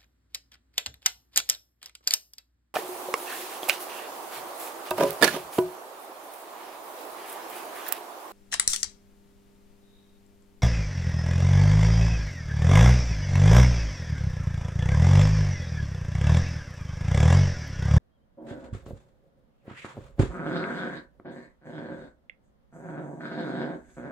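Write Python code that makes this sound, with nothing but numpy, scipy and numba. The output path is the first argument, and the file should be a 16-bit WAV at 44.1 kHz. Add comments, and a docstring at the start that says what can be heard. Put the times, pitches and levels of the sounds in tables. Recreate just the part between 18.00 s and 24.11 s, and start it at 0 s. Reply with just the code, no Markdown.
"""A quiet bedroom with a faint chirping, perhaps a bird beyond the window; a small dog on a bed growls briefly.
Cloth rustles, paws and toy thud and the mattress sways, up to the heaviest thuds at 2.2 s. Then it shakes and
tugs a plush toy, with growls to 4.1 s and 4.7-6.1 s and two tooth clicks, at 2.6 and 4.3 s. Uneven throat pulses
ring a muffled mouth, noise bands make cloth, breath and room tone, decaying modes make thuds and clicks."""
import sys
import numpy as np
from scipy import signal
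from scipy.fft import rfft, irfft
from scipy.io import wavfile
from scipy.ndimage import uniform_filter1d
from numba import njit

SR = 44100
rng = np.random.default_rng(int(sys.argv[2]) if len(sys.argv) > 2 else 0)


def output_pcm(signal):
    """Save a mono or channel-first signal as 16-bit PCM at the path in sys.argv[1].

    Samples are clipped to [-1, 1] before scaling.
    """
    pcm = np.clip(np.atleast_2d(signal).T, -1, 1) * 32767
    wavfile.write(sys.argv[1], SR, np.round(pcm).astype(np.int16))


def volts(x):
    """Linear amplitude factor 10**(x/20) for a level x in dB, scalar or array-like."""
    e = np.asarray(x, float) / 20
    return 10 ** e


N = 269451
T = np.arange(N) / SR

# Growls, one curve each. Each row: time in seconds, chest effort in dB, jaw opening (0 clamped on the toy, 1 wide).
GROWLS = [
    [(.374, -58, .4), (.39, -51, .1), (.46, -46, .15), (.49, -44, .65), (.54, -47, .65), (.6, -55, .7),
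     (.635, -49, .55), (.71, -58, .7)],
    [(2.297, -51, .6), (2.313, -42.5, .85), (2.455, -33, .75), (2.6, -34, .85), (2.841, -36, .85),
     (2.971, -43, .95), (3.1, -90, 1)],
    [(3.247, -48, .4), (3.255, -42, .7), (3.317, -41, .6), (3.445, -54.5, .95), (3.56, -90, 1)],
    [(3.605, -72, .6), (3.625, -59, .85), (3.671, -46, .65), (3.821, -39, .7), (4.051, -48, .7),
     (4.085, -60, .95), (4.15, -95, .6)],
    [(4.72, -58.5, .7), (4.75, -48.5, .55), (4.978, -36, .68), (5.118, -40, .25), (5.172, -46, .4),
     (5.19, -37, .2)],
    [(5.197, -50, .6), (5.21, -41.5, .9), (5.27, -41, .85), (5.353, -35.5, .7), (5.623, -33, .7),
     (5.739, -38.5, .6), (5.811, -62, .85), (5.93, -66, .85)],
    [(5.958, -71, .9), (5.972, -41.5, .7), (6.08, -38, .72), (6.11, -41, .8)],
]
GROWL_ENDS_S = [s for g in GROWLS for s in (g[0][0], g[-1][0])]


def unit(x):
    """Scaled to rms 1."""
    return x / np.sqrt(np.mean(x ** 2))


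def columns(tables, rest):
    """Curves of several bursts on the sample grid; in the pauses the columns take the rest values."""
    rows = [(0, *rest)]
    for table in tables:
        if table[0][0] - rows[-1][0] > .026:
            rows += [(rows[-1][0] + .02, *rest), (table[0][0] - .004, *rest)]
        rows += table
    s, *cols = np.transpose(rows + [(rows[-1][0] + .02, *rest)])
    return [np.interp(T, s, c) for c in cols]


def swells(rows):
    """Gain curves that climb to a peak and die away, each straight in dB."""
    return [volts(db - 60 * np.where(T < s, (s - T) / rise, (T - s) / fall)) for s, db, rise, fall in rows]


def walk(rate):
    """Random levels held 1 / rate s and slewed twice; rms 1 over the whole length."""
    k = int(SR / rate)
    held = np.repeat(rng.standard_normal(N // k + 1), k)
    return unit(uniform_filter1d(uniform_filter1d(held, k), k)[:N])


def colour(x, points):
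    """Noise shaped by (Hz, dB) points, straight in log frequency."""
    hz, db = np.transpose(points)
    f = np.fft.rfftfreq(x.shape[-1], 1 / SR) + 1
    return irfft(rfft(x) * volts(np.interp(np.log(f), np.log(hz), db)), x.shape[-1])


def between(x, low_hz, high_hz):
    """Steep zero-phase band limits that keep the shape of a pulse, rms 1."""
    sos = signal.butter(2, [low_hz, high_hz], "band", fs=SR, output="sos")
    return unit(signal.sosfiltfilt(sos, x))


@njit
def svf(x, hz, width):
    """Band-pass whose centre may move, gain 1 at the centre."""
    y, band, low = np.empty(len(x)), 0., 0.
    for i in range(len(x)):
        g, k = np.tan(np.pi * hz[i] / SR), width / hz[i]
        v = (band + g * (x[i] - low)) / (1 + g * (g + k))
        band, low, y[i] = 2 * v - band, low + 2 * g * v, k * v
    return y


def resonances(x, table):
    """Fixed resonances side by side."""
    return sum(volts(db) * svf(x, np.full(N, 1. 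* hz), 1. * width) for hz, width, db in table)


def ring(modes, secs):
    """Modes let go together from full deflection, peak 1."""
    t = np.arange(int(secs * SR)) / SR
    y = sum(volts(db) * np.cos(2 * np.pi * hz * t) * np.exp(-np.log(1000) * t / t60) for hz, db, t60 in modes)
    return y / np.abs(y).max()


def add(out, s, sound):
    """Mixes a short sound in at time s."""
    i = int(s * SR)
    out[..., i:i + sound.shape[-1]] += sound[..., :N - i]


def folds():
    """Slack vocal folds slap unevenly, and each opening lets out a puff: slap pulses and puff envelope."""
    # Nominal rate of the slaps in each growl, in Hz.
    pulse_hz = [240, 168, 150, 132, 155, 165, 155]
    period_scatter, period_drift, size_scatter_db = .15, .12, 3  # first two in log period
    chance = rng.standard_normal((3000, 3))
    # periods wander over a few cycles and also jump from one to the next
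    drift = unit(uniform_filter1d(chance[:, 2], size=6))
    periods = np.exp(period_scatter * chance[:, 0] + period_drift * drift)
    rate_hz = np.interp(T, GROWL_ENDS_S, np.repeat(pulse_hz, 2))
    times = np.interp(np.cumsum(periods), np.cumsum(rate_hz) / SR, T)
    inside = times < T[-1]
    pulses = np.zeros(N)
    pulses[(times[inside] * SR).astype(int)] = volts(size_scatter_db * chance[inside, 1])
    # a growl starts with a hard release of the closed folds
    pulses[[int((g[0][0] + .011) * SR) for g in GROWLS]] = volts(3.5)
    pulses = pulses / np.sqrt(rate_hz)  # faster slaps are smaller: equal effort, equal power
    puff = unit(signal.lfilter([1], [1, -np.exp(-1 / (0.0022 * SR))], pulses))
    return unit(pulses), puff


def growl(pulses, puff):
    """Slaps and turbulent air ring throat, mouth and teeth; the toy in the jaws muffles all above the chest."""
    # Airway of each growl. 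Each row: throat resonance in Hz, palate resonance in Hz, palate against throat in dB,
    # mouth resonance in Hz at the start, and at the end.
    airways = [(255, 570, -3, 1420, 1520), (195, 655, -12, 1310, 1640), (195, 635, -10, 1550, 1950),
               (185, 590, -9, 1580, 1500), (170, 640, -9, 1450, 1530), (204, 640, -9, 1520, 1570),
               (188, 600, -8, 1450, 1520)]
    # Chest resonances. Each row: centre in Hz, width in Hz, level against the throat in dB.
    chest_modes = [(299.5, 23, -16), (514.4, 73, -15), (917, 250, -16.5)]
    # Cheek resonances. Each row: centre in Hz, width in Hz, level against the mouth resonance in dB.
    cheek_modes = [(1060, 240, -10), (2150, 280, -14.5)]
    # Teeth resonances. Each row: centre in Hz, width in Hz, level against the teeth gap in dB.
    teeth_modes = [(2940, 500, -5), (4080, 370, -11.5), (4890, 230, -9)]
    # The lip lifts and bares the teeth. 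Each row: widest at in seconds, rasp minus chest in dB,
    # rise and fall in seconds for 60 dB, teeth gap resonance in Hz.
    snarls = [(.49, -19, .08, .3, 3450), (2.47, -29, .1, .5, 3200), (2.575, -18, .2, .3, 3900),
              (2.74, -20, .1, .8, 3500), (2.965, -16, .15, .5, 4000), (3.29, -28, .15, .3, 3300),
              (3.43, -20, .3, .5, 4600), (3.73, -25, .4, .8, 3250), (4.04, -25, .6, 1, 3800),
              (5.24, -26, .15, 1, 3600), (5.35, -25, .4, .7, 3950), (5.6, -26, .6, .5, 3600)]
    mouth_open_db, mouth_shut_db = 0, -35  # against the chest
    covered_db, covered_hz = -28, 3400  # rasp through covered teeth, against the mouth
    waver, waver_per_s = .025, 14  # rms share by which the soft airway's resonances wander, how often
    air_share = .28

    chest_db, jaw = columns(GROWLS, (-100, .9))
    mouth_db = mouth_shut_db + (mouth_open_db - mouth_shut_db) * np.clip(jaw, 0, 1.2)
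    air = puff * rng.standard_normal(N)
    source = pulses + air_share * air

    *back, first_hz, last_hz = np.transpose(airways)
    throat_hz, palate_hz, palate_db = (np.interp(T, GROWL_ENDS_S, np.repeat(c, 2)) for c in back)
    palate_hz = palate_hz * (1 + waver * walk(waver_per_s))
    mouth_hz = np.interp(T, GROWL_ENDS_S, np.ravel([first_hz, last_hz], "F"))
    mouth_hz = mouth_hz * (1 + waver * walk(waver_per_s))
    bared = np.array([volts(mouth_db + covered_db), *swells([r[:4] for r in snarls])])
    teeth_hz = np.array([covered_hz, *np.transpose(snarls)[4]]) @ bared / bared.sum(0)

    throat = svf(source, throat_hz, 123.0) + volts(palate_db) * svf(source, palate_hz, 130.0)
    chest = between(throat + resonances(source, chest_modes), 103, 880)
    mouth = between(svf(source, mouth_hz, 240.0) + resonances(source, cheek_modes), 633, 2150)
    rasp = 0.36 * pulses + air
    teeth = between(svf(rasp, teeth_hz, 660.0) + resonances(rasp, teeth_modes), 2570, 5070)
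    return volts(chest_db) * (chest + volts(mouth_db) * mouth + bared.sum(0) * teeth)


def breath(puff):
    """Fluttering turbulent air through the nose, pulsed slightly by the folds."""
    # Each row: start in seconds, end in seconds, mean level in dB.
    breaths = [(2.32, 2.95, -72), (3.32, 3.43, -78), (3.66, 4.05, -80), (4.44, 4.45, -89),
               (4.74, 6.11, -76)]
    # Nose resonances. Each row: centre in Hz, width in Hz, relative level in dB.
    nose_modes = [(6660, 390, 4), (7800, 440, 1.5), (8360, 250, -13.5), (10700, 3000, -14.5),
                  (14300, 1500, -33)]
    rise_s, fall_s = .08, .28  # for 60 dB, outside start and end
    nose = between(resonances((1 + 0.28 * puff) * rng.standard_normal(N), nose_modes), 4400, 15500)
    flow = np.zeros(N)
    for start, end, db in breaths:
        outside = np.maximum(0, np.maximum((start - T) / rise_s, (T - end) / fall_s))
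        flow += volts(db - 60 * outside)
    return flow * volts(2.2 * walk(14)) * nose


def dog():
    """Growl and breath share the folds; both reach the left microphone first."""
    lead_ms = .12
    pulses, puff = folds()
    voice = growl(pulses, puff) + breath(puff)
    return np.array([voice, np.roll(voice, int(lead_ms * SR / 1000))])


def rustle():
    """Fibres of dragged and shaken cloth slip in a dense crackle: a bright hiss and a duller scrape."""
    # Each row: loudest at in seconds, hiss in dB, rise and fall in seconds for 60 dB,
    # scrape centre in Hz, scrape minus hiss in dB.
    drag_rows = [(.505, -58, .15, .2, 1500, 9), (.655, -62, .2, .14, 950, 9),
                 (.735, -57.5, .03, .3, 1300, 8), (.861, -64, .02, .6, 950, 6),
                 (1.685, -78, .1, .8, 850, 25), (1.82, -62, .4, .2, 2900, 11),
                 (1.86, -58, .1, .4, 1000, 12), (2.036, -68.5, .25, .3, 930, 8),
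                 (2.196, -45, .03, .32, 1000, 11), (5.95, -76, 1, 2, 2200, 0)]
    # Hiss spectrum. Each row: frequency in Hz, relative density in dB per Hz.
    hiss_points = [(2500, -17), (3500, -4), (4500, -8.8), (5800, -12.5), (7000, -6), (8500, -11.5),
                   (10000, -21), (11800, -24.5), (13000, -38), (15000, -46)]
    drags = np.array(swells([r[:4] for r in drag_rows])) + 1e-12
    scrapes = volts(np.transpose(drag_rows)[5])[:, None] * drags
    scrape_hz = np.transpose(drag_rows)[4] @ scrapes / scrapes.sum(0)
    # a wide source: each microphone hears its own fibres, slipping together
    fibres = rng.standard_normal((2, 2, N)) + 0.48 * rng.standard_normal((2, 1, N))
    fibres = fibres * volts(2.86 * walk(150) + 1.9 * walk(39.9))
    hiss = unit(colour(fibres[0], [(1700, -40), *hiss_points]))
    scrape = between([svf(ch, scrape_hz, 720.0) for ch in fibres[1]], 380, 3900)
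    return drags.sum(0) * hiss + scrapes.sum(0) * scrape


def sway():
    """The mattress sways under the dog's weight: slow pressure as deep noise."""
    # Each row: deepest at in seconds, level in dB, rise and fall in seconds for 60 dB.
    sway_rows = [(.8, -45, 1, .6), (2.05, -51, .3, 1.5), (2.28, -38, .3, .5), (3.0, -64, 3, 1.5),
                 (4.0, -52, .6, .6), (5.9, -56, 1, 1)]
    rest_db = -80
    points = [(20, -25), (40, -3), (55, -3), (75, -5.5), (120, -34), (1000, -111)]  # Hz, dB
    rumble = unit(colour(rng.standard_normal(N), points))
    return (volts(rest_db) + sum(swells(sway_rows))) * rumble


def creases():
    """Bedding creases as the dog shifts: crackling low noise."""
    # Each row: loudest at in seconds, level in dB, rise and fall in seconds for 60 dB.
    crease_rows = [(.45, -56, .2, 1.5), (.9, -50, .5, .45), (1.24, -66, 1, .8), (1.7, -61, .5, 3),
                   (2.0, -53, .8, .6), (2.9, -65, 2, 1.5), (5.3, -67, 3, 6)]
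    rest_db = -79
    points = [(60, -33), (130, 4.5), (250, -20), (550, -5.5), (900, -28.5), (3000, -47.5)]  # Hz, dB
    crackle = rng.standard_normal(N) * volts(4 * walk(60))
    return (volts(rest_db) + sum(swells(crease_rows))) * unit(colour(crackle, points))


def thuds():
    """A soft push of short contact; each row sets how deep into the mattress modes the thud reaches."""
    # Each row: time in seconds, push peak in dB, contact in ms, mattress ring against push in dB,
    # lowest mode fully reached in Hz.
    thud_rows = [(0.513, -30, 2.2, 0, 80), (0.7279, -36, 4.4, 20, 45), (0.75, -28, 2.2, -3, 45),
                 (.864, -37.5, 0.86, 7.5, 80), (0.9086, -28, 1.6, -4, 80), (.931, -32, 5.3, 8, 45),
                 (1.68, -34, 1.5, 6, 250), (1.712, -35, 1.6, 4, 150), (1.847, -26.5, 0.75, -2.5, 182),
                 (1.9703, -30, 1.33, -20, 300), (1.9786, -26.5, 1.8, -12, 150), (1.988, -31, 2.4, -2.5, 45),
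                 (2.1845, -32, 1.5, 1, 200), (2.1961, -11.5, 2.65, 9.5, 45), (2.2041, -13, 1.85, -1, 150),
                 (2.233, -14.5, 2.3, -6, 150), (3.1993, -37, 0.75, -2, 300)]
    # Mattress modes. Each row: frequency in Hz, level in dB, t60 in seconds.
    mattress = [(55, -8, 0.37), (97.8, 1.5, .13), (127, -13.5, 0.3), (210, -6, 0.12), (287.5, -11, 0.064),
                (354.5, -17.5, 0.17), (425, -28, 0.083), (700, -17.5, .08), (1100, -26, .06)]
    # the air thins just ahead of each push
    dip_db, dip_contacts = -6, 1.5  # against the push, lead in contact lengths
    out = np.zeros(N)
    for s, db, contact_ms, ring_db, low_hz in thud_rows:
        push = np.hanning(max(int(contact_ms * SR / 1000), 8))
        modes = [(hz, g - 12 * max(np.log2(low_hz / hz), 0), t60) for hz, g, t60 in mattress]
        hit = np.convolve(push / push.sum(), ring(modes, .5)) * volts(ring_db)
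        hit[:len(push)] += push
        add(out, s, volts(db) * hit)
        add(out, s - dip_contacts * contact_ms / 1000, -volts(db + dip_db) * push)
    return out


def clicks():
    """Teeth meet: hard enamel tick, a few milliseconds of ring; it reaches the right microphone first."""
    # Each row: time in seconds, peak in dB, left minus right in dB.
    click_rows = [(2.639, -27, -1), (4.2959, -28.5, -6.5)]
    # Tooth modes. Each row: frequency in Hz, level in dB, t60 in seconds.
    tooth = [(2100, 8.5, .013), (2200, -19.5, .011), (2710, 1, .011), (3390, -11, 0.021), (530, -21, 0.036)]
    out = np.zeros((2, N))
    onset = np.minimum(np.arange(int(.02 * SR)) / (0.0012 * SR), 1) ** 2
    tick = ring(tooth, .02) * onset
    tick /= np.abs(tick).max()
    for s, db, pan_db in click_rows:
        add(out[0], s + 0.00035, volts(db + pan_db / 2) * tick)
        add(out[1], s, volts(db - pan_db / 2) * tick)
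    return out


def room(x):
    """A short diffuse tail that builds over the first reflections; long waves arrive alike at both microphones."""
    # Each row: band centre in Hz, t60 in seconds, level against the sound sent in, in dB.
    bands = [(150, 0.41, -19.5), (399, .25, 4), (1000, 0.23, 1.5), (2700, 0.14, 2.5), (7460, 0.17, 2.5)]
    t = np.arange(int(.4 * SR)) / SR
    tail = np.zeros((2, len(t)))
    for hz, t60, db in bands:
        mid, side = rng.standard_normal((2, len(t)))
        pair = mid + min(hz / 900, 1) * side * np.array([[1], [-1]])
        pair = colour(pair, [(hz / 4, -40), (hz / 1.6, 0), (hz * 1.6, 0), (hz * 4, -40)])
        pair *= np.exp(-np.log(1000) * t / t60) * np.minimum(t / 0.0074, 1) ** 2
        tail += volts(db) * pair / np.sqrt(np.mean(np.sum(pair ** 2, 1)) * SR / 2 / hz)
    return signal.fftconvolve(x, tail, axes=1)[:, :N]


def quiet():
    """The still room: a dull wavering noise, alike left and right only in the low middle."""
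    # Each row: frequency in Hz, relative density in dB per Hz.
    points = [(40, 3.5), (60, 6), (120, -4), (220, 2.5), (400, -11), (600, -11), (1000, -17.5),
              (1800, -22.5), (2500, -30.5), (3300, -29.5), (5000, -36), (8000, -42.5), (12000, -41),
              (15000, -44.5)]
    mean_db = -68  # of left and right averaged
    mid, side = rng.standard_normal((2, N))
    side = colour(side, [(60, 5.5), (180, -7), (500, 3), (1200, 1)])
    pair = colour(mid + side * np.array([[1], [-1]]), points)
    return volts(mean_db + 0.66 * walk(2.5)) * pair / np.sqrt(np.mean(pair.mean(0) ** 2))


def chirps():
    """A faint thin wavering whistle in short peeps, perhaps a bird beyond the window."""
    # Each row: loudest at in seconds, peak in dB, rise and fall in seconds for 60 dB.
    peeps = [(.125, -84, .1, .15), (.16, -81, .1, .12), (.225, -83, .08, .12), (.405, -82, .05, .1)]
    centre_hz, waver_hz = 3200, 70
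    hz = centre_hz + waver_hz * walk(60)
    return sum(swells(peeps)) * np.sin(2 * np.pi * np.cumsum(hz) / SR)


def scene():
    """Dog, cloth and bed in the room, over its quiet; thuds travel mostly through the bed and echo less."""
    voice, hits, ticks = dog(), thuds(), clicks()
    bed = rustle() + sway() + creases()
    echo = room(voice + volts(-6) * bed + volts(-9) * hits + volts(-15) * ticks)
    return voice + bed + hits + ticks + echo + quiet() + chirps()


def band_limit(x):
    """A steep low-pass at the top of the band."""
    return signal.sosfilt(signal.butter(12, 15700, fs=SR, output="sos"), x)


def record(dry):
    """The two microphones lose bass at different corners, so the left leads and is thinner down low."""
    # Bass corner of the left and right microphone, in Hz.
    port_hz = (111, 22)
    left_db = 0.06  # the left microphone is a little more sensitive
    ports = [signal.lfilter(*signal.butter(1, hz, "high", fs=SR), ch) for hz, ch in zip(port_hz, dry)]
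    return band_limit(np.array(ports) * volts([[left_db], [0]]))


dry = scene()
out = record(dry)
output_pcm(out)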